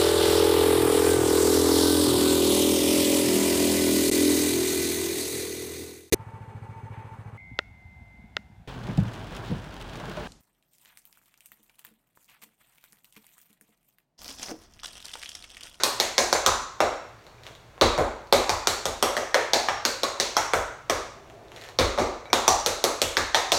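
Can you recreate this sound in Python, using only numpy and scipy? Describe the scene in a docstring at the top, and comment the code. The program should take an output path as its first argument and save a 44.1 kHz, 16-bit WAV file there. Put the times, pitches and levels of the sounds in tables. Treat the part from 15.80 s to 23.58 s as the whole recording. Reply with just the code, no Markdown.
"""Tap shoes clatter on a slatted wooden mat in a hard-walled kitchen, a few metres away.
Each impact excites damped modes: the steel plate chatters, the slats knock, and heavy steps shake
the floor joists. In the pauses the shoes swivel: the plates tick, and friction makes the soles
scrape and once squeak. The walls return the taps and ticks as echoes and reverberation, over a
murmur of air and a faint mains hum."""
import sys
import numpy as np
from scipy import signal
from scipy.fft import rfft, irfft, next_fast_len
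from scipy.io import wavfile
from scipy.ndimage import uniform_filter1d

SR = 44100
rng = np.random.default_rng(int(sys.argv[2]) if len(sys.argv) > 2 else 0)


def wrap_up_sound(samples):
    """Save the sound to the file named by the first command line argument, as 16-bit audio."""
    columns = np.atleast_2d(samples).T
    # keep every value between -1 and 1, then stretch to whole-number steps
    tamed = np.clip(columns, -1, 1)
    steps = np.round(tamed * 32767).astype(np.int16)
    wavfile.write(sys.argv[1], SR, steps)


N = 343098

# Blows of the shoes. Each row: start in seconds, clank in Hz, clack in Hz, level in dB; then, with
# dB relative to that level, clack in dB, mat in dB, slat in dB and Hz, sole in dB and Hz, ring in
# dB and Hz, edge in dB; last, the weight on the floor in dB, independent of that level.
TAPS = [(-.14, 3900, 700, -7.5, -3, -16, -11, 690, -1.5, 1500, 2, 5870, -13, -50),
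        (0.0339, 4250, 1050, -7.5, -6, -17.5, -6.5, 980, -35, 1290, -0.5, 5940, -5.5, -41),
        (.199, 4130, 785, -7, -5.5, -19, -15, 740, -10, 2180, 0, 5850, -11, -41),
        (0.3795, 4070, 590, -8.5, -14, -13, -6, 724, -3.5, 2230, 7.5, 5730, -8, -33),
        (0.5266, 4070, 770, -10, 3.5, -36, -1, 610, 0.5, 1490, 1, 6100, -12, -33),
        (0.6614, 3710, 1200, -7.5, -15, -17, -1, 1080, -11, 1330, 3.3, 5790, -10.5, -24.5),
        (1.0029, 3820, 710, -15, 8.5, -11, 7.5, 608, 6.5, 1340, 1.5, 5970, -17, -32),
        (2.011, 3920, 1050, -11, 4.5, -4.5, -13, 604, 1.5, 1254, -2, 5800, -18.5, -17),
        (2.177, 3400, 950, -31.5, 17.5, 7, 8, 695, 5, 1456, 2, 6170, -8.5, -21),
        (2.5245, 3920, 800, -7.5, 7, -9.5, -4.5, 599, -2, 1123, -0.5, 6030, -9, -23.5),
        (2.6926, 4500, 830, -12.5, 4, -24, -2.5, 880, -0.2, 1130, 1.5, 6160, -12, -25),
        (2.8708, 4500, 780, -7.5, -3, -17.5, -16.5, 877, -7, 1350, -1, 6500, -9, -32),
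        (3.054, 3630, 630, -17.5, 1, -10.5, -1.5, 620, -2, 1230, 4.2, 5900, -8, -29.5),
        (3.225, 3350, 730, -9.5, 2, -13, -5, 563, -2.5, 1153, 1.5, 5600, -5.5, -33),
        (3.3662, 3140, 620, -20, -2, -11, 3.5, 583, 3, 1828, 6, 5700, -8, -42),
        (3.543, 3300, 580, -12, -5, -33, 1.5, 560, 4, 1767, 3, 5730, -13.5, -45),
        (3.7329, 4300, 710, -6.5, -6.5, -18.5, -5, 670, -8, 2080, 1, 5700, -14, -37),
        (3.8842, 3160, 1020, -17.5, 4.5, -34, 2, 778, 5.5, 1747, 0, 5670, -35, -38),
        (4.0504, 4330, 1020, -10.5, -2, -14.5, -20, 1106, -3, 1500, -1.3, 6100, -9.5, -41),
        (4.2322, 4170, 790, -15, 3, -11.5, -4.5, 572, -1.5, 1250, -5, 6600, -12.5, -52),
        (4.3987, 4100, 730, -9, -13, -18, -14, 634, -9, 2100, 3.5, 5570, -14.5, -39),
        (4.566, 3470, 860, -13, 7.5, -42, -2.5, 886, 3, 1340, 7, 5500, -8.5, -35),
        (4.734, 3400, 705, -17.5, 5, -12.5, 6.5, 585, 8.5, 1430, 5, 5840, -4.5, -26),
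        (5.0962, 3560, 650, -13.5, 3.5, -12.5, -2, 534, 3, 1230, 4.5, 5570, -9, -30),
        (5.987, 3880, 500, -10.5, 2, -5, -25, 540, -1.5, 1160, -0.5, 5980, -15, -15),
        (6.1753, 4080, 700, -29, 10, 3, 8, 776, 8, 1210, 0, 5800, -15, -43),
        (6.1854, 4060, 545, -21.5, 13.5, -0.5, -1, 616, -8, 1340, 3, 5400, -17, -23.5),
        (6.5294, 3630, 910, -6, 5.5, -14.5, -8.5, 830, -4.5, 1262, -1, 5840, -13, -32),
        (6.678, 3870, 890, -12, 5.5, -14, 4, 799, -32, 995, 11, 5460, -5, -25),
        (6.8606, 3870, 540, -11.5, -11, -17.5, -4, 540, -5, 1385, 5, 5740, -7.5, -31),
        (7.0392, 4100, 573, -11.5, 4, -11, -5, 560, 0, 1190, 4.5, 5700, -5.5, -37),
        (7.216, 3460, 510, -8.5, -1, -17.5, -15, 547, -26, 2140, -0.5, 6100, -7.5, -28.5),
        (7.368, 4100, 1450, -10.5, -10, -16, -8, 1030, 1.5, 1720, 1.5, 5740, -15, -28),
        (7.5447, 3710, 880, -6, -8, -28, -4.5, 753, -4, 1800, 2.5, 5600, -16, -36),
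        (7.7182, 4130, 760, -7, -20, -17.5, -6, 650, -31, 1340, 6.5, 5470, -12.5, -32)]
# Modes of the mat, the plate's edge, its highest tones and its body.
# Each row: frequency in Hz, 60 dB decay time (T60) in seconds, delay in seconds.
MAT_MODES = [(235.4, 0.087, 0.0017), (365, 0.034, 0.00217), (453, 0.021, 0.00093), (558, 0.027, 0.0012)]
EDGE_MODES = [(8000, .003, .001), (9500, .004, .0006)]
SIZZLE_MODES = [(11400, .0033, .0013), (13200, .0024, .0018)]
PLATE_MODES = [(4100, .003, 0), (3100, .002, .0035)]
SOLE_MODE = (2150, .005, .0008)
HEEL_DB = -11.5  # a mat level above this is a heel drop


def taps():
    """Impact excitation: the steel plate rings first, then the wooden slats beneath it."""
    out = np.zeros(N + 2 * SR)
    for (start, clank_hz, clack_hz, db, clack_db, mat_db, slat_db, slat_hz,
         sole_db, sole_hz, ring_db, ring_hz, edge_db, _) in TAPS:
        steel = np.vstack([
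            damped_modes([(sole_hz, .008, .0005), SOLE_MODE], sole_db),
            clank(clank_hz, 7.5),
            damped_modes(PLATE_MODES, -1.5, detune=.086),
            damped_modes([(ring_hz / 1.127, .0021, .0006), (ring_hz * 1.096, .0021, .0009)], ring_db),
            damped_modes(EDGE_MODES, edge_db),
            damped_modes(SIZZLE_MODES, edge_db - 1.5),
            *pings(start)])
        knock = damped_modes([(slat_hz, .012, .0016), (1.19 * slat_hz, .008, .0016)], slat_db)
        free_slats = [(slat_hz, .05, .0016), (1.545 * slat_hz, .04, .0016), (2.15 * slat_hz, .03, .0016)]
        hollow = damped_modes(free_slats, slat_db - 15.5, spread_db=5, detune=.096)
        wood = np.vstack([damped_modes(MAT_MODES, mat_db), knock, hollow])
        clatter = chatter(rocking(steel, start)).sum(axis=0)
        add(out, start, amp(db) * echoes(clatter, WALL_ECHOES))
        clack = damped_modes([(clack_hz, .0065, .0019)], clack_db)  # the slat slaps down once
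        add(out, start, amp(db) * echoes(clack[0], WALL_ECHOES))
        add(out, start, amp(db - .5) * echoes(wood.sum(axis=0), FLUTTER_ECHOES))
        wet_db = -29 + .51 * max(mat_db - HEEL_DB, 0)  # a heel drop fills the room more
        add(out, start, amp(db) * reverberation(np.vstack([steel, wood, amp(-6) * clack]), wet_db))
    return radiated(out[:N])


def clank(hz, db):
    """A heavily damped mode gives the plate a brief pitch."""
    return damped_modes([(hz, .003, .0009)], db)


def chatter(modes):
    """Repeated contact: a tilted plate makes growing touches, then slaps down; energy is conserved."""
    touches = .2 * rng.standard_normal(40) * (np.arange(40) / 40) ** 2
    touches[-1] = 1
    spread = signal.fftconvolve(modes, touches[None], axes=1)[:, :modes.shape[1]]
    return spread * np.linalg.norm(modes) / np.linalg.norm(spread)


# Taps that land twice. Each row: start in seconds, gap in seconds, second touch in relative dB.
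DOUBLE_LANDINGS = [(.6615, 0.00049, -11), (1.0031, 0.002, -28), (3.8845, 0.0017, 1), (4.567, 0.0015, 0),
                   (5.0964, 0.0016, 2), (6.6786, .00083, -4), (7.5449, 0.0012, -7)]


def rocking(modes, start):
    """Superposition: a plate rocking from edge to edge adds a delayed copy of its sound."""
    for at, gap, db in DOUBLE_LANDINGS:
        if abs(at - start) < .02:
            second = np.pad(modes, ((0, 0), (round(gap * SR), 0)))[:, :modes.shape[1]]
            return (modes + amp(db) * second) / np.hypot(1, amp(db))
    return modes


# Narrow plate tones. Each row: contact time in seconds, frequency in Hz, dB relative to the contact.
PINGS = [(.5268, 7140, -13), (.5268, 9555, -21), (.5268, 9790, -24), (.5268, 6200, -9), (.6614, 3770, -32),
         (.6614, 5970, -12), (.6614, 7095, -19), (.6614, 8350, -32), (.6614, 9700, -27), (.6614, 9800, -21),
         (1.0031, 2680, -10), (1.0031, 5577, -9), (1.0031, 7540, -21), (1.0031, 9800, -24),
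         (1.385, 4650, -1), (1.466, 4350, -12), (1.582, 2350, 7), (2.011, 3840, -22), (2.1774, 4000, -15),
         (2.6926, 3600, -10), (2.6926, 4710, -18), (2.6926, 5540, -18), (3.225, 5636, -9),
         (3.3668, 5894, -9), (3.5438, 4170, -10), (3.8853, 3770, -12), (3.8853, 5550, -4.5),
         (3.8853, 8100, -32), (4.2317, 6600, -10), (4.567, 3350, -26), (4.567, 5530, -10),
         (4.567, 5873, -12), (4.734, 2250, -9), (5.0964, 1680, -11), (5.0964, 5770, -14), (6.454, 2280, 3),
         (6.454, 3900, -1), (6.501, 2300, 9), (6.501, 5800, 1), (6.678, 5800, -2.5), (6.678, 6270, -4),
         (6.678, 7200, -7.5), (7.368, 3805, -17), (7.368, 5300, -17), (7.5448, 3670, -10),
         (7.7181, 2740, -20), (7.7181, 4130, -15), (7.7181, 7100, -26)]


def pings(start):
    """Lightly damped plate modes ring on after some contacts."""
    return [damped_modes([(hz, .028, .001)], db, detune=0)
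            for at, hz, db in PINGS if abs(at - start) < .01]


# Modes of the floor. Each row: frequency in Hz, T60 in seconds, delay in seconds.
JOIST_MODES = [(37.3, .43, .029), (59.3, .44, .021)]
BOARD_MODES = [(88.8, .22, .015)]
THUD_MODES = [(138, .14, .0067), (189, .099, .0059)]


def floor():
    """Structural resonance: the floor's low modes swell as the weight of each step comes down."""
    out, t = np.zeros(N + SR), np.arange(SR // 2) / SR
    for start, _, _, _, _, mat_db, *_, weight_db in TAPS:
        thud_db = -16.5 + .58 * weight_db + .43 * max(mat_db - HEEL_DB, 0)
        parts = (JOIST_MODES, weight_db - 8.5, .05), (BOARD_MODES, weight_db, .04), (THUD_MODES, thud_db, .02)
        for modes, db, rise_s in parts:
            swell = 1 - np.exp(-(t / rise_s) ** 2)
            add(out, start, damped_modes(modes, db, size=len(t)).sum(axis=0) * swell)
    return out[:N]


# Light touches. 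Each row: start in seconds, level in dB, click in Hz, slat in relative dB.
TICKS = [(1.288, -45, 4000, -20), (1.385, -56, 4600, -20), (1.4405, -46, 3000, -15), (1.466, -38, 4140, 7),
         (1.582, -56, 3000, 8), (1.635, -36, 3880, -11), (1.666, -30, 3300, 1), (1.751, -37, 3600, -24),
         (1.912, -55, 2500, 3), (1.978, -44, 2950, 19), (2.419, -48, 3880, 0), (2.471, -41, 4500, 1),
         (5.476, -48, 3000, -8), (5.499, -39.5, 2960, 10), (5.683, -45, 3800, -17),
         (5.718, -35.5, 3000, 6.5), (5.762, -31, 3670, -7), (5.813, -33, 4140, -2), (5.838, -32, 3270, -1),
         (5.888, -32.5, 4030, 8), (6.455, -43.5, 2440, 20), (6.501, -44.5, 2510, 18)]
# The ring of a tick. Each row: frequency in Hz, T60 in seconds, delay in seconds.
TICK_MODES = [(5500, .0025, 0), (6800, .0025, 0)]


def ticks():
    """Light impacts: plates brushing over slat edges excite the steel and a little wood."""
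    out = np.zeros(N + SR)
    for start, db, hz, slat_db in TICKS:
        click = np.vstack([
            damped_modes([SOLE_MODE], -15),
            clank(hz, 3.7),
            damped_modes(TICK_MODES, -7.5),
            damped_modes(EDGE_MODES + SIZZLE_MODES, -17),
            damped_modes([(860, .0027, .00116)], slat_db),
            *pings(start)])
        add(out, start, amp(db) * echoes(click.sum(axis=0), WALL_ECHOES))
        add(out, start, amp(db) * reverberation(click, wet_db=-30))
    return radiated(out[:N])


# Two swivels, a list for each. Each row: time in seconds, grit level in dB, rub level in dB.
SWIVELS = [
    [(1.4, -68, -78), (1.47, -66.5, -60), (1.55, -97, -81), (1.66, -48.5, -55), (1.72, -52, -55),
     (1.8, -79, -86), (1.98, -89, -87)],
    [(5.35, -72, -48), (5.45, -81, -53), (5.55, -76.5, -50), (5.68, -75, -50), (5.75, -50, -49),
     (5.85, -45, -59), (5.92, -51, -67), (5.97, -67, -66)],
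]
# Spectra of scraping and dragging soles. Each row: frequency in Hz, relative density in dB.
GRIT_SPECTRUM = [(200, -40), (500, 8), (1000, -1), (2000, 2), (4000, -6), (6500, -9), (9000, -19),
                 (16000, -25)]
RUB_SPECTRUM = [(150, -13), (300, -4), (400, 2.5), (520, -11), (660, 4), (800, -11), (1100, -16),
                (1800, -47), (4000, -62.5)]


def scrape():
    """Sliding friction: grit of very uneven size crackles under the turning soles, over a dull rub."""
    noise = rng.standard_normal(N)
    grain_db = 7.3 * np.minimum(rng.exponential(size=N // 64 + 1), 2.6)
    grains = noise * amp(np.repeat(grain_db, 64)[:N])
    grit = coloured(grains + 3 * rng.standard_normal(N), GRIT_SPECTRUM)
    rub = coloured(rng.standard_normal(N), RUB_SPECTRUM)
    return sum(grit * envelope(rows, column=1) + rub * envelope(rows, column=2) for rows in SWIVELS)


# The course of the squeak. 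Each row: time in seconds, level in dB, frequency in Hz.
SQUEAK = [(5.83, -75, 1600), (5.85, -58, 1720), (5.9, -50, 1850), (5.93, -70, 2000)]


def squeak():
    """Friction of a turning sole gives a rising tone, roughened by random amplitude modulation."""
    times, _, hz = np.transpose(SQUEAK)
    roughness = 1 + .8 * unit(uniform_filter1d(rng.standard_normal(N), size=300))
    pitch_hz = np.interp(np.arange(N) / SR, times, hz)
    return envelope(SQUEAK, column=1) * roughness * np.sin(2 * np.pi * np.cumsum(pitch_hz) / SR)


# First echoes of the clicks, and of lower tones bouncing between facing walls.
# Each row: delay in seconds, level in dB relative to the direct sound.
WALL_ECHOES = [(.0053, -10.5), (.0062, -10.5), (.0092, -11), (0.0125, -18.5), (0.0141, -28), (0.0174, -27)]
FLUTTER_ECHOES = [(.0055, -8), (0.014, -13.5), (0.021, -11.5), (.025, -10.5), (.031, -9)]


def echoes(x, reflections):
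    """Early reflections follow the direct sound, shifting a little as the feet move."""
    path = np.zeros(4096)
    path[0] = 1
    for delay, db in reflections:
        gain = amp(db + rng.normal(0, .77)) * rng.choice([-1, 1])
        arrival = delay + delay * rng.normal(0, .05)
        path[int(arrival * SR)] = gain
    return np.convolve(x, path)


# The kitchen's diffuse field. Each row: frequency in Hz, T60 in seconds, relative level in dB.
KITCHEN_DECAY = [(155, 0.65, -8.5), (450, 0.45, 4), (1150, 0.69, 1), (3650, 0.6, -6), (7160, 0.57, 0),
                 (11140, 0.36, -2), (15830, 0.36, -2.5)]


def reverberation(modes, wet_db):
    """Modes radiate in unlike directions, so their powers add; each band decays at its own rate."""
    power = np.sum(np.abs(rfft(modes)) ** 2, axis=0)
    cepstrum = irfft(np.log(power + 1e-12) / 2)
    cepstrum[1:2048] *= 2
    cepstrum[2049:] = 0
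    blow = irfft(np.exp(rfft(cepstrum)))  # minimum-phase pulse with that power spectrum
    bands, t60, db = np.transpose(KITCHEN_DECAY)
    hz, t, noise = signal.stft(rng.standard_normal(32000), SR, nperseg=256)
    decay_db = log_interp(bands, db, hz)[:, None] - 60 * t / log_interp(bands, t60, hz)[:, None]
    tail = signal.istft(noise * amp(decay_db), SR, nperseg=256)[1]
    build_up = np.clip((np.arange(len(tail)) / SR - .002) / .006, 0, 1)
    return signal.fftconvolve(blow, tail * amp(wet_db) * build_up)


# The murmur of air. Each row: frequency in Hz, relative density in dB.
AIR_SPECTRUM = [(15, -31), (30, -2), (60, -9), (115, 1), (175, -10.5), (260, -15), (400, -9.5), (700, -11),
                (1100, -14), (2000, -18.5), (3000, -22), (6400, -28.5), (9000, -36.5), (16000, -41)]
# An appliance's mains hum. Each row: frequency in Hz, peak level in dB.
MAINS_HUM = [(58, -62), (116, -64)]


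def house():
    """Ambient noise: a broadband murmur of air under two faint harmonics of hum."""
    hum = sum(amp(db) * np.sin(2 * np.pi * hz * np.arange(N) / SR) for hz, db in MAINS_HUM)
    return amp(-53) * coloured(rng.standard_normal(N), AIR_SPECTRUM) + hum


def damped_modes(modes, db, spread_db=1.2, detune=.015, size=4096):
    """Free vibration: one decaying sine per mode, its strength and pitch varying with each blow."""
    out = np.zeros((len(modes), size))
    for k, (hz, t60, delay) in enumerate(modes):
        onset = int(delay * SR)
        t = np.arange(size - onset) / SR
        pitch_hz = hz * (1 + detune * rng.standard_normal())
        ring = amp(-60 * t / t60) * np.sin(2 * np.pi * pitch_hz * t)
        out[k, onset:] = (-1) ** k * amp(db + rng.normal(0, spread_db)) * ring
    return out


def radiated(x):
    """Radiation efficiency: narrow slats and small plates give off almost no bass."""
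    return signal.sosfilt(signal.butter(4, 300, "high", fs=SR, output="sos"), x)


def amp(db):
    """Decibels as an amplitude ratio."""
    return 10 ** (np.asarray(db) / 20)


def unit(x):
    """Normalisation to rms 1."""
    return x / np.sqrt(np.mean(x ** 2) + 1e-20)


def log_interp(bands, values, hz):
    """Interpolation on a log frequency axis."""
    return np.interp(np.log(hz + 1), np.log(np.asarray(bands) + 1), values)


def envelope(rows, column):
    """A dB column as a gain over time, silent outside its span."""
    columns = np.transpose(rows)
    return amp(np.interp(np.arange(N) / SR, columns[0], columns[column], -120, -120))


def filtered(x, response):
    """Linear filtering: the spectrum times a frequency response."""
    size = next_fast_len(N + 8192)
    return irfft(rfft(x, size) * response(np.fft.rfftfreq(size, 1 / SR)), size)[:N]


def coloured(x, spectrum):
    """Spectral shaping by (Hz, dB) points, at rms 1."""
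    return unit(filtered(x, lambda hz: amp(log_interp(*np.transpose(spectrum), hz))))


def add(out, start, x):
    """Mixes x in at start seconds, dropping what falls before zero."""
    i = round(start * SR)
    out[max(i, 0):i + len(x)] += x[max(-i, 0):]


def scene():
    """Superposition: all sources sum in one channel."""
    return (taps() + floor() + ticks() + scrape() + squeak() + house())[None]


# Bands shaded by the microphone housing. Each row: centre in Hz, width in Hz, depth from 0 to 1.
HOUSING_NOTCHES = [(3107, 260, 0.31), (5030, 390, 0.35), (10340, 350, 0.37)]


def record(dry):
    """Notches shade narrow bands, saturation rounds the loudest clicks, a low-pass limits the band."""
    def housing(hz):
        return np.prod([1 - depth * 1j * hz * width / (centre ** 2 - hz ** 2 + 1j * hz * width)
                        for centre, width, depth in HOUSING_NOTCHES], axis=0)

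    shaded = filtered(dry[0], housing)
    rounded = shaded / (1 + np.abs(shaded / 1.1) ** 6) ** (1 / 6)
    return filtered(rounded, lambda hz: amp(-np.clip(hz - 15900, 0, 1100) / 60) * (hz < 16990))[None]


dry = scene()
out = record(dry)
wrap_up_sound(out)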